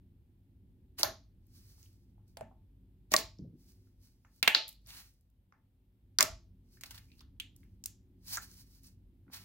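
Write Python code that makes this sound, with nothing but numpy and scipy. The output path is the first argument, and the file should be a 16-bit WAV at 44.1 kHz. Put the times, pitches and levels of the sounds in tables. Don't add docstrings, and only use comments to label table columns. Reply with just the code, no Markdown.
import sys
import numpy as np
from scipy import signal
from scipy.fft import rfft, irfft
from scipy.io import wavfile
from scipy.ndimage import uniform_filter1d

SR = 44100
rng = np.random.default_rng(int(sys.argv[2]) if len(sys.argv) > 2 else 0)


def inscribe(sig):
    pcm = np.round(np.clip(np.atleast_2d(sig).T, -1, 1) * 32767)
    wavfile.write(sys.argv[1], SR, pcm.astype(np.int16))


def boost(x):
    u = np.asarray(x, float) / 20
    return 10 ** u


N = 416304

# (t/s, peak level/dB, opening f/Hz, crack over ring level/dB, right port lag/ms)
SNAPS = [(0.996, -25, 12700, 6, .14), (1.0316, -6.5, 4550, -7, .098), (2.3709, -36, 8500, -2, .038),
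         (3.1188, -21, 5840, -4, .24), (3.1385, -6.5, 4430, 5, -.15), (3.164, -11, 4350, -12, .016),
         (3.1884, -26, 6300, -8, .3), (4.4283, -10, 3600, 3, .11), (4.4779, -5, 3400, 2, .033),
         (4.5482, -3.5, 4250, -15, .042), (4.6808, -28, 12900, -3.5, -.08),
         (4.6902, -30, 14080, -1.5, .069), (6.1865, -4.5, 5100, -4.5, .2), (6.2072, -2, 5450, .6, .13),
         (6.2269, -6, 5000, 5, .066), (6.8102, -33, 9500, 2.5, -.07), (6.8358, -30, 4800, 3, .17),
         (6.9085, -38, 4670, 7, .062), (7.207, -46, 4780, -5, .12), (7.4, -27, 7000, 2, .14),
         (7.8392, -29, 6180, -.6, .078), (7.8586, -17.5, 6500, 3.5, .15), (8.3714, -22, 6600, -9, .35),
         (9.335, -37, 14300, -5, .14), (1.0318, -11, 5750, -6, .1), (3.1645, -8.5, 6100, -1, .02),
         (2.3707, -39, 4300, 0, .04), (7.2068, -50, 3400, -12, -.1), (1.032, -10, 12800, -13, .1),
         (4.4768, -13, 5600, 2, .05)]
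# (t/s, peak level/dB, opening f/Hz, crack over ring level/dB)
TICKS = [(1.4676, -55, 13760, -7.5), (1.829, -47, 6070, -7), (1.8594, -62, 14970, -1),
         (2.28, -58, 12000, 1.5), (2.409, -45, 6300, 2), (3.3862, -51, 5200, -13),
         (4.2512, -64, 6300, -21.5), (4.361, -54, 14050, -1), (4.7278, -43, 12000, 0),
         (4.817, -64, 9030, 2.5), (4.862, -49, 5000, -8), (4.8711, -43, 15100, 3), (4.9047, -40, 4090, -.6),
         (5.1377, -58.5, 9260, 0), (5.21, -59, 12000, -1), (5.3007, -66, 15400, 0), (5.524, -66, 5400, -15),
         (6.8597, -42, 5000, -12), (6.9465, -47, 3750, 2), (6.979, -41, 4000, 1.5), (7.1172, -53, 4220, -9),
         (7.1936, -49, 4460, -15), (7.5632, -45, 13000, 6), (7.6052, -62, 14780, 0),
         (7.6386, -60, 14950, -2), (8.4195, -43, 14670, -11), (8.5144, -45, 6450, -8),
         (8.8347, -46.5, 15430, -1.5), (8.8687, -45, 9310, -6.5), (9.3635, -42, 13500, 1),
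         (6.815, -44, 6000, 0), (6.9145, -44, 6000, 0), (9.3445, -42, 5000, -3), (9.348, -43, 5000, 0)]
# (t/s, peak level/dB, cavity f/Hz, sharpness, room share level/dB)
POCKETS = [(0.997, -44.5, 700, 1.2, 4.5), (1.012, -44, 2200, 2.4, -9), (1.0315, -23, 1400, 1, 2),
           (1.033, -31, 640, 6, -5), (1.033, -33, 1040, 3.5, -5), (2.371, -39, 2100, .6, -7),
           (2.4097, -33.5, 655, 2, -12), (3.1191, -35, 650, 2.5, -1), (3.1388, -17, 1150, 3.8, -10),
           (3.14, -24, 650, 5, -12), (3.166, -42, 660, 5, -3), (3.139, -13, 1900, 1.8, -11),
           (3.1637, -26, 2500, .8, 6), (4.4277, -14, 2400, .9, -7), (4.4315, -16, 2900, 1.1, -4),
           (4.428, -33, 800, .78, -1), (4.4762, -3.5, 2450, 1, -5), (4.4765, -11, 1800, .6, -10),
           (4.481, -11, 2800, 1.4, -5), (4.5485, -13, 1850, 1, -15), (4.5485, -8.5, 3300, .85, 1),
           (6.187, -17, 1544, .96, 1.5), (6.2018, -29, 1450, 1.9, -4), (6.2068, -19, 1200, 1.7, -4),
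           (6.2075, -12.5, 2150, 1.3, -8.5), (6.2245, -32, 645, 5, -6), (6.836, -31, 2300, .83, -11),
           (7.3996, -25, 3300, 1.8, -4), (8.3727, -30, 1650, 2.2, -10), (8.38, -33, 1420, 2.2, -10),
           (9.3414, -45, 4200, 1.6, -4), (9.369, -53, 1900, 2.4, -5), (4.477, -17, 1000, .6, -7),
           (4.4775, -27, 330, .6, -12), (4.549, -36, 450, .6, 4), (3.127, -36, 2200, 2.5, -8),
           (6.206, -36, 650, 4, -6), (4.428, -43, 220, .7, -12), (1.035, -36, 880, 4, -5)]
# (t/s, peak level/dB, cavity f/Hz, sharpness)
DIMPLES = [(1.7798, -70.5, 940, 1.5), (1.8285, -64, 3020, 2.3), (1.8594, -61, 3220, 2.5),
           (2.18, -65, 860, 1.2), (2.3704, -42, 680, 1.3), (2.4097, -42, 1700, .8), (2.5115, -55, 780, 1.5),
           (3.872, -74, 1465, 1.7), (4.2486, -52, 1400, .9), (4.871, -67, 690, 1.5),
           (4.9087, -53, 2956, 2.8), (5.5238, -50, 1250, .95), (6.772, -59, 1820, 1.8),
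           (6.811, -47, 2400, .9), (6.9092, -49, 3200, 2.7), (6.911, -52, 1600, 1.6), (6.84, -58, 880, 1.5),
           (6.9446, -58, 1440, 1.5), (6.9788, -47, 2000, .8), (7.211, -57, 1300, 1.4),
           (7.858, -53, 1700, .72), (7.632, -57, 2200, 1.2), (7.839, -60, 1200, .6), (8.371, -50, 800, 1.4),
           (8.422, -52, 1580, 1.9), (8.517, -65, 1780, 1.42), (9.267, -69, 900, .84),
           (9.28, -59, 1500, 1.3), (9.3, -55, 1000, .7), (9.33, -62, 700, .6)]
# (full from t/s, hold/s, sizzle level/dB, swell/s per 20 dB, fade/s per 20 dB)
SLIDES = [(1.56, .29, -69, .11, .19), (2.28, .01, -82, .02, .1), (3.17, .03, -44, .01, .05),
          (3.61, .08, -72, .05, .21), (3.87, .02, -87, .03, .06), (4.03, .02, -74, .04, .14),
          (4.35, .05, -77, .14, .02), (4.682, .015, -59, .01, .04), (4.78, .05, -86, .05, .04),
          (5.04, .03, -74, .05, .19), (6.73, .06, -73, .08, .04), (7.02, .16, -78, .04, .05),
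          (7.56, .03, -82, .01, .4), (8.28, .03, -62, .05, .04), (8.335, .025, -45.5, .05, .012),
          (8.425, .015, -56, .02, .04), (8.48, .06, -65, .04, .06), (8.58, .035, -61, .05, .045),
          (8.67, .05, -72, .05, .06), (8.76, .03, -67, .04, .05), (8.845, .025, -62, .03, .055)]
PULLS = [(.988, .024, -43.5, .008, .025), (3.118, .018, -42, .007, .01), (4.89, .11, -54.5, .035, .055),
         (6.811, .005, -55, .002, .012), (6.836, .004, -54, .002, .014), (6.858, .006, -57, .004, .015),
         (6.84, .04, -67, .03, .05), (6.909, .006, -55, .004, .02), (6.946, .008, -57, .006, .02),
         (6.979, .004, -59, .002, .012), (6.91, .07, -67, .03, .04), (7.184, .012, -69, .01, .015),
         (7.206, .008, -64, .002, .015), (8.33, .035, -52, .03, .02), (8.372, .008, -56, .02, .03),
         (9.336, .012, -49, .018, .03), (9.362, .01, -55, .01, .02), (9.38, .04, -64, .03, .1)]
# (f/Hz, level/dB per Hz)
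SIZZLE_TONE = [(290, -59.5), (500, -20), (859, -12), (1590, -9), (3450, -8), (4290, -0.5), (5750, -2.5),
               (7380, -9.5), (9200, -10), (11500, -6), (15100, -4), (15800, -3.5), (16500, -19)]
# (t/s, peak level/dB, f/Hz)
THUDS = [(0.997, -42, 300), (1.032, -46, 335), (1.05, -46, 75), (1.075, -45, 300), (1.09, -48, 66),
         (2.402, -51, 86), (3.119, -38, 250), (3.139, -35, 310), (3.18, -43, 310), (3.235, -47, 70),
         (3.44, -52, 270), (3.392, -39, 190), (3.419, -40.5, 124), (3.449, -43, 139), (3.49, -48, 110),
         (3.53, -50, 200), (4.427, -52, 300), (4.487, -45, 480), (6.225, -42, 300), (6.219, -45, 96),
         (6.299, -43.5, 65), (9.268, -54, 220), (2.42, -52, 200), (2.455, -55, 170), (6.186, -42, 300),
         (8.37, -57, 300)]
# (f/Hz, level/dB, time to fall 60 dB/s)
TABLE_MODES = [(340, -8, .12), (628, -14, .2), (645, -11, 0.27), (664, -12, .2), (836, -9, .18),
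               (885, -5, 0.24), (1077, -9, .14), (1136, -8, 0.14), (1300, -12, .17), (1420, -11, .16),
               (1780, -13, .16), (2085, -11, .17), (2440, -12, .17)]
# (f/Hz, level/dB, time to fall 60 dB/s)
ROOM_BANDS = [(250, 1.5, 0.1), (700, -0.5, 0.25), (1500, 1.5, 0.23), (3000, -2, 0.27), (4400, -9.5, .31),
              (5600, -8.5, 0.29), (7200, -5, 0.25), (8700, -8.5, .17), (10200, -4, .2), (12000, -3.5, .17),
              (15500, -2, 0.12)]
# (t/s, rumble level/dB)
RUMBLE_GAIN = [(0.0, -62), (0.2, -64), (3.0, -63), (3.78, -62.5), (4.1, -66.5), (4.55, -71), (4.89, -65),
               (5.18, -75), (5.89, -68), (6.23, -64), (6.86, -61.5), (7.26, -63), (7.6, -60), (7.99, -62.5),
               (8.36, -60), (8.78, -62.5), (9.44, -61)]
# (f/Hz, level/dB per Hz)
AIR_TONE = [(12, -35), (20, -18), (32, -8), (41, -1), (97, 1), (152, -9), (180, -12), (267, -12.5),
            (299, -17.5), (678, -41), (826, -40), (1190, -48.5), (3380, -48.5), (6470, -59), (15100, -49.5),
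            (16900, -69)]
# (f/Hz, width/Hz, level/dB)
HUM_LINES = [(50.4, 0.94, -3.5), (98.4, 3.8, -6), (188, 3.7, -12), (260, 22, -13.5), (342, 7.3, -21),
             (375, 2, -23)]

HZ = np.fft.rfftfreq(N, 1 / SR)
CLICK = np.eye(1, 4096)[0]


def snaps():
    tick_lag_ms, tick_room_db = .07, 2.5
    room_db, room_per_crack = -5, -.35
    near, far = np.zeros((2, 2, N))
    treble = signal.butter(3, 6500, "high", fs=SR, output="sos")
    crack = peak(signal.sosfilt(treble, CLICK))
    late_crack = np.roll(crack, 150)
    rows = [(*row, 0) for row in SNAPS]
    rows += [(*row, tick_lag_ms, tick_room_db) for row in TICKS]
    for s, db, hz, crack_db, lag_ms, extra_db in rows:
        wet_db = room_db + room_per_crack * crack_db + extra_db
        sharp = np.clip(1.5 - .1 * crack_db, 1, 6)
        body = peak(hump(CLICK, hz, sharp))
        close = scattered(body + boost(crack_db) * crack, -5.5, 0.0024)
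        add(near, close, s, db - 1.5, lag_ms, -10 * lag_ms)
        pulse = body + boost(crack_db) * late_crack
        add(far, np.array([pulse, pulse]), s, db + wet_db, 0, 0)
    return near, far


def pockets():
    dimple_room_db = -2.5
    ring_cycles, longest_s = 22, .045
    near, far = np.zeros((2, 2, N))
    rows = POCKETS + [(*row, dimple_room_db) for row in DIMPLES + squeak()]
    for s, db, hz, sharp, wet_db in rows:
        puff = hump(CLICK, hz, np.clip(sharp, .6, 6))
        note = peak(ring(puff, hz, min(ring_cycles * sharp / hz, longest_s)))
        puff = peak(puff)
        note_share = .7 * np.clip(sharp - .5, .15, 1)
        close = scattered(note_share * note + 1.5 * puff, -11, 0.0064)
        add(near, close, s, db - 5, .05, -1.2)
        pulse = np.roll(puff + .04 * note, 310)
        add(far, np.array([pulse, pulse]), s, db + wet_db, 0, 0)
    return near, far


def squeak():
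    start_s, gap_s, sharp = 7.1182, .0165, 3.6
    top_db, slope_db = -59, 6
    hz, climb_hz = 2650, 110
    return [(start_s + k * gap_s, top_db - slope_db * abs(k), hz + k * climb_hz, sharp)
            for k in (-2, -1, 0, 1)]


def peeling():
    slide_squelch_db, pull_squelch_db = -11, -4.5
    fast_slide_db = -57
    slide, pull = effort(SLIDES), effort(PULLS)
    sizzle = slide + pull
    slide_squelch = np.sqrt(slide * np.minimum(slide, boost(fast_slide_db)))
    squelch = boost(slide_squelch_db) * slide_squelch + boost(pull_squelch_db) * pull
    size = boost(2.1 * rng.exponential(1, N) + 0.82 * walk(60))
    size *= boost(2.0 * walk(22))
    shared, left, right = size * rng.standard_normal((3, N))
    ports = np.array([shared + 0.67 * left, np.roll(shared, 5) + .9 * right])
    threads = colour(ports, SIZZLE_TONE)
    high = colour(threads, [(2200, -29), (4800, 2)])
    low = threads - high
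    return unit(high) * sizzle * boost(3) + unit(low) * squelch * boost(0.2)


def effort(rows):
    t = np.arange(0, N / SR, .0005)
    total = 0
    for s, hold, db, swell, fade in rows:
        away = np.maximum((s - t) / swell, (t - s - hold) / fade)
        total = total + boost(db - 20 * np.clip(away, 0, None))
    return np.interp(np.arange(N) / SR, t, total)


def thuds():
    rise_s, fade_s, fade_cycles = .003, .025, 1.5
    out = np.zeros((2, N))
    t = np.arange(8192) / SR
    for s, db, hz in THUDS:
        shared, left, right = rng.standard_normal((3, len(t)))
        ports = shared + .15 * np.array([left, right])
        rumble = hump(np.tile(ports, 2), hz, 0.93)[:, len(t):]
        push = (1 - np.exp(-t / rise_s)) * np.exp(-t / (fade_s + fade_cycles / hz))
        add(out, peak(rumble * push), s, db, 0, 0)
    return out


def table_ring(push):
    damping = boost(4.5 * walk(90))
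    total = 0
    for k, (hz, db, t60) in enumerate(TABLE_MODES):
        total = total + boost(db) * np.roll(damping, k * SR // 3) * ring(push, hz, t60)
    return total


def room(x):
    size = SR // 2
    t = np.arange(size) / SR
    hz = np.log(np.fft.rfftfreq(size, 1 / SR) + 1)
    centres = np.log([row[0] for row in ROOM_BANDS])
    shared, left, right = rng.standard_normal((3, size))
    noise = rfft(close_ports(shared, left - right))
    tail = 0
    for one, (_, db, t60) in zip(np.eye(len(ROOM_BANDS)), ROOM_BANDS):
        band = irfft(noise * np.interp(hz, centres, one), size)
        tail = tail + boost(db - 60 * t / t60) * band
    tail *= 1 - np.exp(-t / .004)
    return boost(-29) * signal.fftconvolve(x, tail, axes=1)[:, :N]


def close_ports(mid, side):
    treble = signal.butter(1, 600, "high", fs=SR, output="sos")
    side = signal.sosfilt(treble, side) * 0.4
    return np.array([mid + side, mid - side])


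def background():
    mid, side = rng.standard_normal((2, N))
    side = colour(side, [(350, -16), (900, -0.5)])
    air = colour(np.array([mid + side, mid - side]), AIR_TONE)
    low = colour(air, [(400, -2.5), (700, -37.5)])
    hiss = air - low
    scale = 1 / np.std(low)
    swell = boost(2 * walk(3.5))
    gain_db = np.interp(np.arange(N) / SR, *np.transpose(RUMBLE_GAIN))
    rumble = boost(gain_db) * (boost(-3.5) * swell * scale * low + motor_hum())
    return rumble + boost(0.28 * (gain_db + 68.5) - 64) * scale * hiss


def motor_hum():
    total = 0
    for hz, width, db in HUM_LINES:
        line = rfft(rng.standard_normal(N)) / (1 + ((HZ - hz) / width) ** 2)
        total = total + boost(db) * unit(irfft(line, N))
    return total


def hump(x, hz, sharp):
    highest = .45 * SR
    b, a = signal.iirpeak(min(hz, highest), sharp, SR)
    edge = signal.butter(4, min(hz * (1 + .8 / sharp), highest), fs=SR, output="sos")
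    twice = signal.lfilter(b, a, signal.lfilter(b, a, x))
    return signal.sosfilt(edge, twice)


def ring(push, hz, t60):
    pole = np.exp(2j * np.pi * hz / SR - np.log(1000) / (t60 * SR))
    return signal.lfilter([1], [1, -pole], push).imag


def scattered(pulse, echo_db, spread_s):
    t = np.arange(512) / SR
    struck = rng.random((2, 512)) < .12
    echoes = rng.standard_normal((2, 512)) * struck * np.exp(-t / spread_s)
    heard = signal.fftconvolve(pulse[None], CLICK[:512] + boost(echo_db) * echoes, axes=1)
    energy = np.sum(heard ** 2, axis=1, keepdims=True)
    return heard * np.sqrt(2 * np.sum(pulse ** 2) / energy)


def add(out, sound, s, db, lag_ms, pan_db):
    for side, sign in enumerate((1, -1)):
        i = int(s * SR - sign * lag_ms * SR / 2000)
        n = min(sound.shape[1], N - i)
        out[side, i:i + n] += boost(db + sign * pan_db / 2) * sound[side, :n]


def colour(x, points):
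    hz, db = np.transpose(points)
    return irfft(rfft(x) * boost(np.interp(np.log(HZ + 1), np.log(hz), db)), N)


def walk(rate):
    k = int(SR / rate)
    steps = np.repeat(rng.standard_normal(N // k + 1), k)
    return unit(uniform_filter1d(uniform_filter1d(steps, k), k)[:N])


def unit(x):
    return x / np.sqrt(np.mean(x ** 2))


def peak(x):
    return x / np.max(np.abs(x))


def scene():
    crack, crack_far = snaps()
    hollow, hollow_far = pockets()
    sizzle = peeling()
    table = table_ring(hollow_far[0])
    far = crack_far + hollow_far + boost(-46.5) * table + boost(-6) * sizzle
    near = crack + hollow + boost(-47) * table + sizzle
    return near + room(far) + thuds() + background()


def roll_off(x):
    return signal.sosfilt(signal.butter(12, 17010, fs=SR, output="sos"), x)


def record(dry):
    soft = .8 * np.tanh(dry / .8)
    top_cut = signal.ellip(10, .3, 80, 16000, fs=SR, output="sos")
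    return roll_off(signal.sosfilt(top_cut, soft))


dry = scene()
out = record(dry)
inscribe(out)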